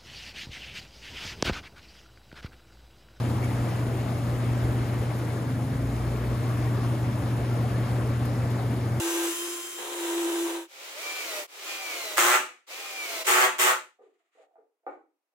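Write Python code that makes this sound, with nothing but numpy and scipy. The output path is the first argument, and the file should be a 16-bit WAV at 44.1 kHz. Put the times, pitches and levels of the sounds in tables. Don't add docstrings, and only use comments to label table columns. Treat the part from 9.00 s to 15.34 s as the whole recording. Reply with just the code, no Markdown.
import sys
import numpy as np
from scipy import signal
from scipy.fft import rfft, irfft
from scipy.io import wavfile
from scipy.ndimage import uniform_filter1d

SR = 44100
rng = np.random.default_rng(int(sys.argv[2]) if len(sys.argv) > 2 else 0)


def decibels_to_gain(level_db):
    exponent = np.asarray(level_db, float) / 20
    return 10 ** exponent


def persist_wave(psi):
    counts = np.round(np.clip(psi, -1, 1) * 32767).astype(np.int16)
    wavfile.write(sys.argv[1], SR, np.atleast_2d(counts).T)


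N = 279572
T = np.arange(N) / SR


def unit(x):
    return x / np.sqrt(np.mean(x ** 2))


def on_log(hz, rows):
    f, v = np.transpose(rows)
    return np.interp(np.log(np.maximum(hz, 1)), np.log(f), v)


def convolve(x, h):
    return signal.fftconvolve(x, h, axes=-1)[..., :N]


def colour(x, spectrum, size=4096):
    hz = np.arange(size // 2 + 1) * SR / size
    cepstrum = irfft(np.log(decibels_to_gain(on_log(hz, spectrum))))
    cepstrum[1:size // 2] *= 2
    cepstrum[size // 2 + 1:] = 0
    response = irfft(np.exp(rfft(cepstrum)))[:size // 2]
    return unit(convolve(np.atleast_2d(x), response[None]))


def split(x, hz, kind):
    return signal.sosfiltfilt(signal.butter(2, hz, kind, fs=SR, output="sos"), x)


def walk(rate_hz):
    hold = int(SR / rate_hz)
    steps = np.repeat(rng.standard_normal(N // 40), hold)[:N]
    return unit(uniform_filter1d(uniform_filter1d(steps, hold), hold))


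def swell(start, full, fade, gone):
    rise = (T - start) / max(full - start, .001)
    fall = (gone - T) / max(gone - fade, .001)
    return np.clip(np.minimum(rise, fall), 0, 1)


def swells(rows):
    return np.sqrt(sum((swell(*times) * decibels_to_gain(db)) ** 2 for *times, db in rows))


# f/Hz, correlation/1
LIKENESS = [(250, 0.81), (640, 0.66), (1400, 0.092), (16000, 0.019)]


def spread(mid, side, hz):
    like = np.clip(on_log(hz, LIKENESS), 0, 1)
    return mid * np.sqrt(1 + like) + np.array([[1], [-1]]) * side * np.sqrt(1 - like)


def pair(x):
    mid, side = rfft(x)
    return irfft(spread(mid, side, np.arange(N // 2 + 1) * SR / N), N)


# f/Hz, T60/s
ROOM_T60 = [(250, 0.42), (700, 0.28), (2000, 0.34), (6000, 0.36), (14000, 0.22)]


def room(x, wet_db, left_lag=8):
    t = np.arange(SR // 2) / SR
    hz = np.arange(len(t) // 2 + 1) * SR / len(t)
    mid, side = rfft(rng.standard_normal((2, len(t))))
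    both = spread(mid, side, hz)
    tail = 0
    for centre_hz in 125 * 2. ** np.arange(8):
        octave = np.clip(1 - np.abs(np.log2(np.maximum(hz, 1) / centre_hz)), 0, 1)
        band = irfft(octave * both, len(t))
        onset = np.clip((t - .002) / 0.0014, 0, 1)
        band = band * decibels_to_gain(-60 * t / on_log(centre_hz, ROOM_T60)) * onset
        tail = tail + band * np.sqrt(centre_hz / np.sum(band ** 2, axis=1, keepdims=True))
    response = tail / np.sqrt(np.sum(tail ** 2) / 2) * decibels_to_gain(wet_db)
    response[[0, 1], [left_lag, 0]] += 1
    return convolve(x, response) / np.hypot(1, decibels_to_gain(wet_db))


def clatter(turns, spectrum, repeat, tick_db):
    pattern = rng.standard_normal((2, 128))
    same = pattern[:, (turns % 1 * 128).astype(int)]
    fresh = rng.standard_normal((2, N)) * decibels_to_gain(tick_db * walk(300))
    scattered = pair(repeat * same + unit(fresh))
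    standing = room(rng.standard_normal((1, N)), 7.0)
    return colour(scattered + 1.2 * standing, spectrum)


def whine(turns, db, flutter_db, lag_rad):
    phase = 2 * np.pi * (turns + rng.random()) + 0.22 * walk(54)
    gain = np.sqrt(2) / np.cos(lag_rad / 2) * decibels_to_gain(db + flutter_db * walk(25.04))
    return gain * np.sin([phase - lag_rad, phase])


# f/Hz, level/dB
FLOOR = [(120, -31.5), (200, -12.5), (334, -4.5), (696, -0.5), (1650, -11), (2420, -10.5), (3310, -17),
         (16000, -20.5)]


def room_floor():
    return colour(pair(rng.standard_normal((2, N))), FLOOR) * decibels_to_gain(-88.5)


PULL_OUT_S, PLUNGE_S = (.28, .36), (.9, 1.05)
FREE_HZ, BORING_HZ = 348.5, 338
SPIN_UP_S, BITE_S, SAG_HZ_PER_S = .15, .045, 7


def shaft_hz():
    climb = 1 - np.exp(-np.maximum(T - PULL_OUT_S[0], 0) / SPIN_UP_S)
    since = np.maximum(T - PLUNGE_S[0] - .03, 0)
    free = np.exp(-since / BITE_S)
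    sag = SAG_HZ_PER_S * (.45 - np.minimum(since, .62)) * (1 - free)
    return BORING_HZ + (FREE_HZ - BORING_HZ) * climb * free + sag


# f/Hz, level/dB
DRILL_BODY = [(120, -85.5), (200, -60), (305, -22), (340, -5), (448, -30), (899, -33), (1040, -30),
              (1100, -15.5), (3190, -17.5), (4770, -23), (7140, -15.5), (12800, -22.5), (16000, -24.5)]


def drill_motor(turns, level):
    return clatter(turns, DRILL_BODY, .5, 1.2) * level * decibels_to_gain(.6)


# f/Hz, level/dB
BIT_IN_WOOD = [(220, -18), (380, -3), (526, -1.5), (575, -6.5), (978, -3), (1070, -6.5), (1460, -9.5),
               (1600, -7), (1820, -10.5), (4000, -8), (5200, -40.5), (8800, -120)]
# start t/s, full t/s, fade t/s, gone t/s, level/dB
BORING = [
    (-.1, 0, 0.27, 0.32, -47),
    (.775, .79, 1.533, 1.68, -47.5),
]
IDLE_BIT_DB = -22


def bit(turns, level):
    wood = clatter(turns / 14, BIT_IN_WOOD, 0.31, 2.8) * decibels_to_gain(0.97 * walk(30) + 9.0)
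    return wood * np.hypot(swells(BORING), level * decibels_to_gain(IDLE_BIT_DB))


# start t/s, full t/s, fade t/s, gone t/s, level/dB
LEANING = [
    (-.1, 0, .29, .346, -31),
    (.35, .45, 0.44, 0.73, -37.5),
    (.68, .74, .77, .79, -51),
    (.8, 1.2, 1.43, 1.68, -29),
]


def shaft_hum(turns):
    return whine(turns, 0, 0.89, 0.21) * swells(LEANING)


DRILL_ORDERS = [2, 2.59, 2.79, 3, 4.66, 8.33, 9, 10.33, 15, 18, 21, 23, 24, 27, 30, 32, 39]
WHINE_NEAR = [-30, -17, -35, -17, -16, -19, -26, -25, -25, -15, -18, -18, -24, -26, -24, -26, -24]
WHINE_FREE = [-30, -35, -35, -16, -35, -30, -13, -30, -21, -17, -12, -30, -19, -18, -18, -24, -25]
WHINE_FAR = [-19, -35, -13, -18, -17, -26, -18, -21, -26, -20, -17, -17, -19, -26, -26, -22, -28]


def drill_whines(turns, level):
    out = 0
    for order, near, free, far in zip(DRILL_ORDERS, WHINE_NEAR, WHINE_FREE, WHINE_FAR):
        db = np.interp(T, [*PULL_OUT_S, *PLUNGE_S], [near, free, free, far])
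        out = out + level * whine(order * turns, db, 2.3, min(order / 5, 1.6))
    return out


# start t/s, full t/s, fade t/s, gone t/s, level/dB
MOTOR_SHOTS = [
    (-.1, 0, 0.26, 0.98, -33),
    (.55, 1.05, 1.472, 1.678, -37),
]
OPENING_DB, OPENING_S = 4.5, 0.0064


def drill():
    level = swells(MOTOR_SHOTS)
    turns = np.cumsum(shaft_hz()) / SR
    out = drill_motor(turns, level) + bit(turns, level) + shaft_hum(turns) + drill_whines(turns, level)
    return out * decibels_to_gain(OPENING_DB * np.exp(-T / OPENING_S))


# t/s, level/dB
THUMPS = [
    (0, -56),
    (3.165, -63),
    (4.27, -77),
    (4.585, -73),
    (5.865, -84),
]
THUMP_S = .02


def low_thumps():
    return sum(decibels_to_gain(db) * (T >= s) * np.exp(-np.maximum(T - s, 0) / THUMP_S) for s, db in THUMPS)


# f/Hz, level/dB
DRIVER_BODY = [(120, -67), (200, -37), (316, -7), (579, -5.5), (659, -6), (933, -7.5), (1270, -4.5),
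               (1650, -7.5), (2290, -0.5), (2610, -2.5), (7010, -11.5), (10900, -22), (15100, -20.5),
               (16000, -23.5)]
SHAFT_SHARE = .322
GROWL_DB, FAN_DB = (1.5, 5.5), (6.5, 10.5)


def driver_motor(mesh, load):
    noise = clatter(mesh * SHAFT_SHARE / 3, DRIVER_BODY, .6, 1.2)
    low = split(noise, 1000, "low")
    top = split(noise, 8000, "high")
    low_db, top_db = (free + (stalling - free) * load for free, stalling in (GROWL_DB, FAN_DB))
    return noise + low * (decibels_to_gain(low_db) - 1) + top * (decibels_to_gain(top_db) - 1)


def sweep_db(hz, centre_hz, width_hz, on_db, off_db):
    return off_db + (on_db - off_db) * np.exp(-((hz - centre_hz) / width_hz) ** 2)


# multiple of mesh/1, level/dB
GEAR_SIDE_TONES = [(.25, -19), (.5, -18), (1.354, -19), (3, -22), (4, -26)]
# (centre Hz, width Hz, on dB, off dB re clatter)
MESH_PEAK, OCTAVE_PEAK, SHAFT_PEAK = (2330, 150, -3.5, -12), (4050, 300, -7, -22), (635, 80, -3.5, -21)


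def gear_tones(mesh, hz):
    tones = whine(mesh, sweep_db(hz, *MESH_PEAK), 1.8, 1.5)
    tones += whine(2 * mesh, sweep_db(2 * hz, *OCTAVE_PEAK), 2.2, 1.5)
    shaft = whine(SHAFT_SHARE * mesh, sweep_db(SHAFT_SHARE * hz, *SHAFT_PEAK), 4.0, .6)
    tones += shaft * decibels_to_gain(3.5 * walk(70))
    return tones + sum(whine(k * mesh, db, 4.0, 1.2) for k, db in GEAR_SIDE_TONES)


# t/s, f/Hz
MESH = [
    [(1.8, 1250), (1.95, 1700), (2.04, 2320), (2.1, 2345), (2.19, 2350), (2.25, 2215), (2.32, 1955),
     (2.46, 1800)],
    [(2.53, 1250), (2.6, 1800), (2.68, 2440), (2.75, 2430), (2.82, 2390), (2.96, 2205), (3.1, 1950),
     (3.17, 1900)],
    [(3.68, 1500), (3.72, 2250), (3.79, 2495), (3.95, 2395), (4.03, 2305), (4.11, 2120), (4.19, 2017),
     (4.265, 1980)],
]
# start t/s, full t/s, fade t/s, gone t/s, level/dB
SQUEEZES = [
    (1.66, 1.85, 2, 2.01, -45),
    (1.93, 2.03, 2.395, 2.473, -39),
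    (2.465, 2.72, 3.8, 3.235, -39.5),
    (3.665, 3.72, 5.3, 4.065, -42.5),
    (3.8, 4.1, 4.22, 4.245, -39),
    (4.24, 4.262, 4.2, 4.42, -35),
]
UNLOADED_HZ, STALLING_HZ = 2400, 1900
SPIN_UP_SHARE = .35


def driver():
    whining = sum(swell(m[0][0], m[0][0] + 0.024, m[-1][0] - .025, m[-1][0]) for m in MESH)
    biting = sum(swell(m[1][0] + .03, m[2][0] + .03, m[-1][0], m[-1][0] + .02) for m in MESH)
    hz = np.interp(T, *np.concatenate(MESH).T)
    mesh = np.cumsum(hz) / SR
    load = biting * np.clip((UNLOADED_HZ - hz) / (UNLOADED_HZ - STALLING_HZ), 0, 1)
    motor = driver_motor(mesh, load) * decibels_to_gain(2.5 + 0.71 * walk(12))
    tones = whining * np.maximum(biting, SPIN_UP_SHARE) * gear_tones(mesh, hz)
    return swells(SQUEEZES) * (motor + tones)


# start t/s, let-go t/s, blow level/dB, rattle level/dB, run-down t/s
BURSTS = [
    (3.171, 3.354, -24, -28.5, 0.028),
    (4.268, 4.443, -23, -29, 0.026),
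    (4.588, 4.688, -24.5, -28.5, 0.046),
]
# first f/Hz, top f/Hz
BLOW_RATES = [(112, 124), (117, 125.7), (120, 125)]
RATE_GAIN_PER_S = 80
ENGAGE_S, FIRST_BLOWS_DB, FIRST_BLOWS_S, TIGHTEN_DB, RATTLE_SAG_DB = .012, 6, .022, 4.5, 3


def hammer_drive():
    rate, thump, rattle = np.zeros((3, N))
    for (start, stop, blow_db, rattle_db, down_s), (first, top) in zip(BURSTS, BLOW_RATES):
        since, on = np.maximum(T - start, 0), T >= start
        rate[on] = np.minimum(first + RATE_GAIN_PER_S * since, top)[on]
        tight = since / (stop - start)
        accent_db = FIRST_BLOWS_DB * np.exp(-since / FIRST_BLOWS_S)
        thump_db = blow_db + accent_db + TIGHTEN_DB * tight
        steel_db = rattle_db + accent_db - RATTLE_SAG_DB * (tight - .5)
        thump += swell(start - .006, start + ENGAGE_S, stop, stop + down_s) * decibels_to_gain(thump_db)
        rattle += swell(start - .006, start + 0.0099, stop, stop + down_s) * decibels_to_gain(steel_db)
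    return rate, thump, rattle


def blow_turns(rate):
    turns = np.cumsum(np.maximum(rate, 100) * (1 + .004 * walk(100))) / SR
    starts = [int(burst[0] * SR) + 60 for burst in BURSTS]
    current = np.maximum(np.searchsorted(starts, np.arange(N) + 60) - 1, 0)
    return turns - turns[starts][current]


# f/Hz, level/dB
BOARD = [(120, -73.5), (200, -40.5), (367, -6.5), (419, -16), (493, -10.5), (542, -10), (603, -10),
         (801, -7), (857, -0.5), (929, -9.5), (1270, 1), (1490, -5), (1920, -6.5), (5000, -26),
         (6500, -64.5), (11000, -120)]
# f/Hz, level/dB
ANVIL = [(1180, -24.5), (2000, -2), (2530, -7.5), (2740, -5.5), (4690, -18), (6530, -8), (8120, -8),
         (10800, -17.5), (15100, -15), (16000, -18)]
SHOT_FADES_S = 4.73, 5.108


def hammer():
    rate, thump, rattle = hammer_drive()
    turns = blow_turns(rate)
    at = np.flatnonzero(np.diff(np.floor(turns)) > 0)
    blows = np.zeros(N)
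    blows[at] = -decibels_to_gain(2.2 * rng.standard_normal(len(at)))
    after = .4 + np.exp(-(turns % 1) / .25)
    board_grind, steel_grind = (pair(rng.standard_normal((2, N)) * after) for _ in range(2))
    board = colour(unit(blows) + .95 * board_grind, BOARD)
    steel = colour(0.15 * unit(blows) + steel_grind, ANVIL)
    direct = board * thump + steel * rattle * decibels_to_gain(5.0)
    near = room(direct * (T < 4), 2.0, left_lag=0)
    far = room(direct * (T > 4), 4.4, left_lag=9)
    return near + far * swell(0, 1, *SHOT_FADES_S)


def ring(x, hz, width_hz):
    peak = signal.iirpeak(hz, hz / width_hz, SR)
    return signal.lfilter(*peak, signal.lfilter(*peak, x))


# t/s, peak level/dB, ring f/Hz
BUMPS = [(4.984, -56, 698), (4.99, -46.5, 452), (5.014, -45.5, 403), (5.034, -48.5, 444),
         (5.069, -55.5, 350), (5.199, -68, 692), (5.349, -58, 463), (5.371, -49, 649), (5.394, -48, 502),
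         (5.424, -54, 740), (5.507, -61, 646), (5.579, -48, 460), (5.629, -67, 503), (5.831, -61, 654)]
# t/s, peak level/dB, ring f/Hz, contact t/s, edge level/dB
KNOCKS = [
    (5.533, -58, 687, 0.0053, -32),
    (5.555, -46.5, 664, 0.0031, -19),
    (5.865, -35.5, 775, 0.003, -2),
    (5.874, -47, 500, 0.0049, -10),
    (5.885, -41.5, 807, 0.0068, -9),
    (5.867, -44, 1500, .004, -20),
    (5.869, -51.5, 2280, 0.0045, -18),
]
# f/Hz, level/dB
BOX = [(130, -46), (220, -29), (300, -2.5), (397, -5), (442, -4.5), (478, -3), (694, -4.5), (798, 1.5),
       (1020, -17), (1200, -10.5), (2560, -34.5), (3180, -51), (9000, -74), (11700, -94), (19800, -120)]
SOFT_CONTACT_S, SOFT_EDGE_DB = 0.0069, -24.5


def box_hits():
    panel, whole, size = np.zeros(N), np.zeros(N), SR // 8
    t = np.arange(size) / SR
    hits = [(*bump, SOFT_CONTACT_S, SOFT_EDGE_DB) for bump in BUMPS] + list(KNOCKS)
    for s, db, hz, contact_s, edge_db in hits:
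        grit = rng.standard_normal(size)
        push = grit * np.exp(-t / contact_s) * np.minimum(t / contact_s * 4, 1)
        tone = ring(push, hz, 108.0)
        i = int(s * SR)
        panel[i:i + size] += tone * decibels_to_gain(db - 2.0) / np.abs(tone).max()
        whole[i:i + size] += push * decibels_to_gain(db + edge_db)
    return room(panel + colour(whole, BOX) * decibels_to_gain(-57.5), 4.8)


# f/Hz, level/dB
AIR = [(710, -28), (1200, 3.5), (1640, -7), (1830, 1), (3830, -10), (5590, -22), (6950, -11), (16000, -41)]
# start t/s, full t/s, fade t/s, gone t/s, level/dB
SLIDES = [
    (4.99, 5.03, 4.93, 5.37, -75),
    (5.18, 5.2, 5.22, 5.7, -82),
    (5.31, 5.36, 5.42, 5.48, -69),
    (5.862, 5.866, 5.77, 6.05, -70),
]


def box_slides():
    hiss = colour(pair(rng.standard_normal((2, N)) * decibels_to_gain(2.5 * walk(60))), AIR)
    return hiss * swells(SLIDES)


def scene():
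    return room_floor() + drill() + driver() + hammer() + box_hits() + box_slides()


def band_limit(x):
    return signal.sosfilt(signal.butter(12, 16490, fs=SR, output="sos"), x)


def record(dry):
    x = signal.sosfilt(signal.butter(4, 260, "high", fs=SR, output="sos"), dry)
    x = x + split(x, 12000, "high") * np.array([[.35], [-.3]])
    hum = uniform_filter1d(np.abs(split(x[0], 660, "low")), 600)
    rumble = unit(split(rng.standard_normal(N), 150, "low"))
    x = x + (decibels_to_gain(-48) * hum + low_thumps()) * rumble * np.array([[1.25], [1]])
    x = signal.sosfilt(signal.ellip(10, .2, 70, 15850, fs=SR, output="sos"), x)
    return band_limit(x)


dry = scene()
out = record(dry)
persist_wave(out)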